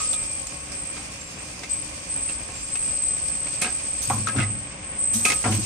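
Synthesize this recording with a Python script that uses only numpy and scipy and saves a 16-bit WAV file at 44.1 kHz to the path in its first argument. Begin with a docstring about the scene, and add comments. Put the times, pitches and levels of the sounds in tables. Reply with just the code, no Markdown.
"""A roller conveyor carries a tin through a workshop to an air-driven lid press.
The rollers rumble, hiss and tick, a dry bearing squeals, and the motor hums.
Steel clacks on steel, and the thin tin rings when it is knocked. Near the end the
valve puffs air, the press comes down on the lid with a shudder and knocks back up.
Nearby steel sheets and the walls add short echoes."""
import sys
import numpy as np
from scipy import signal
from scipy.fft import rfft, irfft, next_fast_len
from scipy.io import wavfile
from scipy.ndimage import uniform_filter1d

SR = 44100
rng = np.random.default_rng(int(sys.argv[2]) if len(sys.argv) > 2 else 0)


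def to_wav(s):
    """Save 16-bit WAV."""
    ch = np.atleast_2d(s).T  # columns
    pcm = np.round(np.clip(ch, -1, 1) * 32767)  # PCM
    wavfile.write(sys.argv[1], SR, pcm.astype(np.int16))


N = 249165
T = np.arange(N) / SR

# how alike the line sounds in both ears: (frequency [Hz], likeness [1 = same, 0 = unrelated])
LINE_LIKENESS = [(100, 0.97), (250, 0.96), (500, 0.78), (1000, 0.0018), (2200, -0.049), (4000, 0.012),
                 (6500, -0.041), (8200, -0.092)]
# notes at which the roller frame and tin ring: (pitch [Hz], width [Hz], relative level [dB])
STEEL_NOTES = [(274, 160, 4), (524, 36, -17), (727, 37, 10), (1290, 9.7, 8), (1610, 50, 4.5),
               (2150, 220, 7.5), (2564, 52, 13)]


def conveyor():
    """The turning rollers rumble and hiss, and their frame adds a deeper rumble."""
    # tone of the rollers, frame, hiss and highest hiss: (frequency [Hz], relative level [dB])
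    roller_tone = [(45, -39), (75, -2.5), (150, -6), (297, -10), (330, -12.5), (480, -17.5), (531, -6),
                   (641, -14.5), (1010, -15), (1100, -11), (1330, -17.5), (1890, -16), (2430, -13.5),
                   (3600, -24.5), (4700, -38), (7900, -120)]
    frame_tone = [(15, -30), (25, 5), (40, 5), (58, 12.5), (75, 2.5), (110, -51)]
    hiss_tone = [(1700, -18), (2450, 2.5), (3000, -1), (4000, -3), (5000, 4.5), (5700, 1.5), (6400, 5),
                 (7200, 0.5), (8600, 5.5), (9300, -11.5), (10500, -57)]
    sizzle_tone = [(7500, -39), (8800, 4), (9800, 2), (11000, -19.5), (14000, -12.5), (15500, -34)]
    # how the frame's rumble and the hiss rise and fall: (time [s], relative level [dB])
    frame_levels = [(0.0, -46), (0.36, -50.5), (1.76, -57), (2.16, -47), (3.62, -51), (5.44, -51.5),
                    (5.65, -51)]
    hiss_levels = [(0.0, -35.5), (0.22, -45.5), (1.15, -46), (4.2, -43), (4.45, -50), (4.86, -50.5),
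                   (5.18, -51), (5.35, -42), (5.65, -39)]
    nearer_db = 0.27 * T  # the rollers draw nearer
    rumble = from_db(-41.5 + nearer_db + 1.38 * drift(30)) * noise(roller_tone)
    frame = from_db(over_time(frame_levels) + 0.5) * noise(frame_tone)
    hiss = from_db(over_time(hiss_levels) + 4) * noise(hiss_tone)
    # the highest hiss drops away for a moment, then returns
    sizzle = from_db(-51 - 23 * treble_dip()) * noise(sizzle_tone)
    flutter = from_db(1.6 * drift(40))  # uneven rubbing makes the whole hiss flutter together
    return frame + panel_echoes(rumble + rattle() + flutter * (hiss + sizzle))


def rattle():
    """Small random ticks run through the steel frame and make it ring."""
    ticks_per_s = 70
    ticks = (rng.random(N) < ticks_per_s / SR) * rng.standard_normal((2, N))
    ticks = signal.sosfilt(signal.butter(4, 4500, fs=SR, output="sos"), ticks + 1e-18)
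    ringing = sum(from_db(db) * resonate(ticks, hz, width) for hz, width, db in STEEL_NOTES)
    return from_db(-53) * unit_power(ringing)


def clacks():
    """Steel hits steel along the line, setting the roller frame and tin ringing."""
    # (time [s], relative level [dB], time to fade 60 dB [s], ring [Hz], ring boost [dB], dull above [Hz])
    hits = [(0.001, -34, 0.16, 1140, 25, 9000), (0.130, -23.5, 0.096, 3600, 14, 9050),
            (0.469, -25.5, 0.03, 7060, 14.5, 10200), (0.717, -34.5, 0.082, 5250, 18, 9000),
            (0.964, -27.5, 0.21, 1230, 4, 4000), (1.592, -29, 0.019, 5160, 17, 9000),
            (1.633, -22, 0.088, 2110, 1, 4470), (2.288, -25.5, 0.13, 2660, 6, 6000),
            (2.487, -22, 0.14, 1080, 0, 1300), (2.754, -22.5, 0.053, 2750, 15, 4500),
            (3.281, -30.5, .05, 5100, 13, 8000), (3.467, -26, 0.098, 2400, 9, 5000),
            (3.6155, -17.5, 0.11, 9560, 5, 9100), (3.620, -24, 0.24, 2490, 13, 5130),
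            (3.643, -19, 0.19, 1630, 12.5, 2940), (3.663, -23, 0.078, 750, 6, 1800),
            (4.270, -18.5, 0.081, 1290, 24, 6100), (4.283, -21, 0.12, 1640, 12, 2980),
            (4.362, -23, 0.24, 1380, 16, 3460), (4.383, -18, 0.17, 1440, 14, 2950),
            (4.401, -23, 0.098, 2710, 18, 2750), (4.422, -22, 0.13, 2050, 10.5, 2390),
            (5.250, -15.5, 0.17, 2470, 17.5, 9600), (5.254, -15, 0.02, 2150, 7, 9400),
            (5.280, -23, 0.13, 1820, 8, 8860), (5.300, -14, 0.072, 2120, 13, 5800),
            (5.318, -15, 0.087, 2420, 4, 4850), (5.520, -22.5, 0.22, 2900, 9, 5040)]
    return blows(hits, STEEL_NOTES, ring_sharpness=16.6, direct_db=-1.5, rise_s=0.00071)


def bearing_squeal():
    """A dry bearing catches and sings on close, beating notes, or slips to a weaker, lower one."""
    # notes of the bearing: (pitch [Hz], width [Hz], relative level [dB])
    notes = [(8150, 46, -9), (8110, 28, -1), (8162, 40, 1.5), (8205, 59, 2.5), (8020, 220, -8),
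             (7800, 190, -25)]
    # main and lower squeals: (start [s], length [s], relative level [dB], fade [dB per s])
    main_squeals = [(-0.04, 0.24, -25.5, 30.5), (0.71, 0.18, -33, 45), (1.37, .06, -39.5, 49),
                    (1.69, 0.039, -22, 164), (1.78, 0.3, -38, 30), (2.08, 0.24, -27.5, 52),
                    (2.61, 0.049, -32, 60), (2.71, 0.44, -24.5, 105), (3.2, 1.304, -28, 49),
                    (4.82, 0.14, -34, 63), (4.975, 0.36, -23.5, 22)]
    low_squeals = [(-0.06, .2, -36.5, 130), (1.16, 0.061, -40, 60), (2.5, .11, -40, 38)]
    flutter = from_db(1.5 * drift(30))
    main = swells(main_squeals, rise_s=0.025) * friction_tone(notes, smooth_s=0.037, evenness=0.7)
    low_note = friction_tone([(7540, 82, 0)], smooth_s=0.038, evenness=0.45)
    return flutter * (main + swells(low_squeals, rise_s=0.056) * low_note)


def press():
    """Air rushes from the valve, the piston shakes the table, and the head knocks on its stops."""
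    # air puffs and table shudders: (start [s], length [s], relative level [dB], fade [dB per s])
    puffs = [(4.015, 0.021, -29, 250), (4.07, 0.086, -39, 330), (5.125, 0.053, -29.5, 60),
             (5.49, 0.058, -35, 110)]
    shudders = [(4.07, .1, -28.5, 60), (4.338, 0.062, -22, 96), (5.12, 0.032, -36, 93),
                (5.44, 0.14, -24, 170)]
    # tone of the escaping air: (frequency [Hz], relative level [dB])
    air_tone = [(500, -33), (2500, -12), (4200, -9), (5500, -5), (6500, 3), (7600, -15), (9500, -0.5),
                (11500, -9), (14000, -13.5), (16000, -31)]
    # notes of the press's table and column: (pitch [Hz], width [Hz], relative level [dB])
    table_notes = [(102.5, 12.6, 0.5), (128.7, 5.9, -5.5), (213.5, 25, -8), (251, 76, -10.5)]
    column_notes = [(229, 14, 20), (570, 36, 1.5), (758, 150, 12.5), (1040, 126, 12.5), (1387, 62, 10)]
    # the head meets its stops:
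    # (time [s], relative level [dB], time to fade 60 dB [s], ring [Hz], ring boost [dB], dull above [Hz])
    hits = [(4.099, -20.5, 0.031, 2180, 14.5, 3500), (4.100, -14, 0.045, 800, 15, 1500),
            (4.105, -19, 0.23, 1090, 10, 1560), (4.345, -19.5, 0.11, 386, 17, 900),
            (5.143, -23.5, 0.17, 223, 13, 227), (5.440, -18.5, 0.11, 2120, 14, 2370),
            (5.446, -18, 0.27, 1490, 4.5, 1500), (5.455, -10.5, 0.08, 272, 10.5, 1100),
            (5.475, -24.5, 0.48, 337, 18, 1320)]
    air = swells(puffs, rise_s=0.015) * from_db(3.4 * drift(90)) * noise(air_tone)
    shudder = swells(shudders, rise_s=0.039) * friction_tone(table_notes, smooth_s=0.025, evenness=0.95)
    knocks = blows(hits, column_notes, ring_sharpness=6.0, direct_db=-3.0, rise_s=0.00061)
    return air + shudder + knocks


def tin():
    """The thin steel tin rings on; each knock tops up its notes."""
    # knocks on the tin: (time [s], level [dB])
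    hits = [(0.001, -31.5), (0.135, -41), (3.622, -35), (4.403, -31.5), (5.262, -23), (5.302, -41)]
    # notes of the tin: (pitch [Hz], level against the lowest note [dB], share of the ring time [0 to 1])
    notes = [(1259, 0, 1), (1585, -16, .4), (2185, -12, .4), (2530, -10, .6)]
    ring_s = 0.3  # time to fade 60 dB
    out = np.zeros((2, N))
    for hz, note_db, share in notes:
        swing = sum((T >= s) * from_db(db - 60 * np.abs(T - s) / (share * ring_s)) for s, db in hits)
        phase = rng.uniform(0, 2 * np.pi) + np.array([[0], [0.6]])
        out += from_db(note_db) * swing * np.sin(2 * np.pi * hz * T + phase)
    return out * from_db([[1], [-1]])  # a little louder on the left


def motor():
    """The motor and gearbox hum on tones that waver with the load."""
    # tones of the motor and gears: (pitch [Hz], level [dB])
    tones = [(64.6, -54), (301.5, -56), (541, -60.5), (1087, -59), (2396, -52.5), (2595, -57)]
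    whine_drop_db = 14 * treble_dip()  # the high gear whine sinks for a moment
    hum = 0
    for hz, db in tones:
        phase = 2 * np.pi * np.cumsum(hz + 7 * drift(25)) / SR
        right_shift = np.arccos(np.clip(at_hz(LINE_LIKENESS, hz), -1, 1)) * np.array([[0], [1]])
        level_db = db + 3.9 * drift(18) - whine_drop_db * (hz > 1800)
        hum = hum + np.sqrt(2) * from_db(level_db) * np.sin(phase + right_shift)
    return hum


def panel_echoes(sound, count=6, echo_db=-19):
    """Nearby steel sheets throw back quick echoes of the middle and high tones."""
    bright = signal.sosfilt(signal.butter(1, 400, "high", fs=SR, output="sos"), sound)
    delays_s = rng.uniform(0.002012, 0.022, count)
    out = sound.copy()
    for k, lag in enumerate((delays_s * SR).astype(int)):
        out[:, lag:] += (-1) ** k * from_db(echo_db) * bright[:, :-lag]
    return out


def room_echo(sound, fade_s=0.2, dull_hz=4000):
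    """Walls and machines scatter the sound into a short, slightly dull tail."""
    t = T[:SR * 3 // 4]
    tail = rng.standard_normal((2, len(t))) * from_db(-60 * t / fade_s) * (t > 0.008)
    tail = signal.sosfilt(signal.butter(1, dull_hz, fs=SR, output="sos"), tail)
    return signal.fftconvolve(sound, tail / np.sqrt(np.sum(tail ** 2) / 2), axes=1)[:, :N]


def blows(hits, body_notes, ring_sharpness, direct_db, rise_s):
    """Each hit is a dying burst of noise that rings the struck spot and then the whole body."""
    # tone of steel meeting steel: (frequency [Hz], relative level [dB])
    clatter_tone = [(30, -21), (120, 2), (1000, -4), (4000, -0.5), (9800, 7.5), (12000, -5), (15000, -6)]
    # how alike nearby hits sound in both ears: (frequency [Hz], likeness [1 = same, 0 = unrelated])
    hit_likeness = [(100, .99), (500, 0.95), (1000, 0.92), (2200, 0.35), (4000, 0.12), (9000, 0.51)]
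    clatter = noise(clatter_tone, hit_likeness)
    direct, size = np.zeros((2, N)), SR // 2
    for s, db, fade_s, ring_hz, ring_db, dull_hz in hits:
        start = round(s * SR)
        burst = clatter[:, start:start + size]
        t = T[:burst.shape[1]]
        burst = burst * from_db(db - 60 * t / fade_s) * (1 - np.exp(-t / rise_s))
        burst = signal.sosfilt(signal.butter(2, dull_hz, fs=SR, output="sos"), burst)
        ring = from_db(ring_db) * resonate(burst, ring_hz, ring_hz / ring_sharpness)
        direct[:, start:start + size] += burst + ring
    body = sum(from_db(db - 7.5) * resonate(direct, hz, width) for hz, width, db in body_notes)
    return from_db(direct_db) * direct + body


def friction_tone(notes, smooth_s, evenness):
    """Rubbing keeps a part's notes sounding; the contact limits how far they swing."""
    rub, tone = noise(), 0
    for hz, width, db in notes:
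        ring = resonate(resonate(rub, hz, width), hz, width)
        tone = tone + from_db(db) * unit_power(ring)
    power = uniform_filter1d(np.mean(tone ** 2, axis=0), int(smooth_s * SR))
    return unit_power(tone / (np.abs(power) + 0.00083) ** (evenness / 2))  # evens out loud and soft


def swells(events, rise_s):
    """Loudness curve of a row of events: each rises, then fades once its length is over."""
    power = 0
    for s, length, db, fade in events:
        rise = np.clip((T - s) / rise_s, 0, 1)
        power = power + (rise * from_db(db - fade * np.maximum(T - s - length, 0))) ** 2
    return np.sqrt(power)


def treble_dip(start_s=4.40, end_s=5.14, ease_s=0.063):
    """Eases from 0 to 1 and back for the moment when the highest hiss and whine drop away."""
    return np.clip(np.minimum(T - start_s, end_s - T) / ease_s, 0, 1)


def noise(tone=None, likeness=LINE_LIKENESS):
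    """Stereo noise with a given tone, alike in both ears in the bass and spread out in the treble."""
    # lean to one side: (frequency [Hz], left minus right [dB])
    balance = [(100, 0.6), (500, 1.5), (1200, 1), (2200, 0), (4000, -2), (6000, -4.5), (8000, 0.5),
               (12000, 1.5)]
    size = next_fast_len(N)
    hz = np.fft.rfftfreq(size, 1 / SR)
    shared, opposite = rfft(rng.standard_normal((2, size)))
    alike = np.clip(at_hz(likeness, hz), -0.999, 0.999)
    sides = np.array([[1], [-1]])
    spectrum = np.sqrt(1 + alike) * shared + np.sqrt(1 - alike) * opposite * sides
    spectrum *= from_db(sides * at_hz(balance, hz) / 2)
    gain = 1 if tone is None else from_db(at_hz(tone, hz))
    return unit_power(irfft(spectrum * gain, size)[:, :N])


def resonate(sound, hz, width):
    """Let a sound ring at one pitch; the smaller the width, the longer it rings."""
    decay = np.exp(-np.pi * width / SR)
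    feed = np.array([1, 0, -1]) * (1 - decay ** 2) / 2
    feedback = [1, -2 * decay * np.cos(2 * np.pi * hz / SR), decay ** 2]
    return signal.lfilter(feed, feedback, sound + 1e-18)


def drift(turns_per_s):
    """A random wander around zero, roughly 1 in size."""
    points = rng.standard_normal(2000)
    return np.interp(T * turns_per_s, np.arange(len(points)), points)


def over_time(points):
    """Join (time, value) points into one value for each sample."""
    times, values = np.transpose(points)
    return np.interp(T, times, values)


def at_hz(points, hz):
    """Read between (frequency, value) points, giving each octave equal room."""
    frequencies, values = np.transpose(points)
    return np.interp(np.log(hz + 1), np.log(frequencies), values)


def from_db(db):
    """Turn decibels into a number to multiply by."""
    return 10 ** (np.asarray(db) / 20)


def unit_power(sound):
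    """Scale a sound to an average power of 1."""
    return sound / np.sqrt(np.mean(sound ** 2) + 1e-20)


def scene():
    """The running line, with the press, the clacks and the tin echoing in the room."""
    work = panel_echoes(press() + clacks()) + tin()
    return conveyor() + motor() + bearing_squeal() + work + from_db(-27.5) * room_echo(work)


def record(dry):
    """Cut the very highest treble steeply."""
    cutoff_hz = 15200
    return signal.sosfilt(signal.ellip(10, 0.1, 80, cutoff_hz, fs=SR, output="sos"), dry)


dry = scene()
out = record(dry)
to_wav(out)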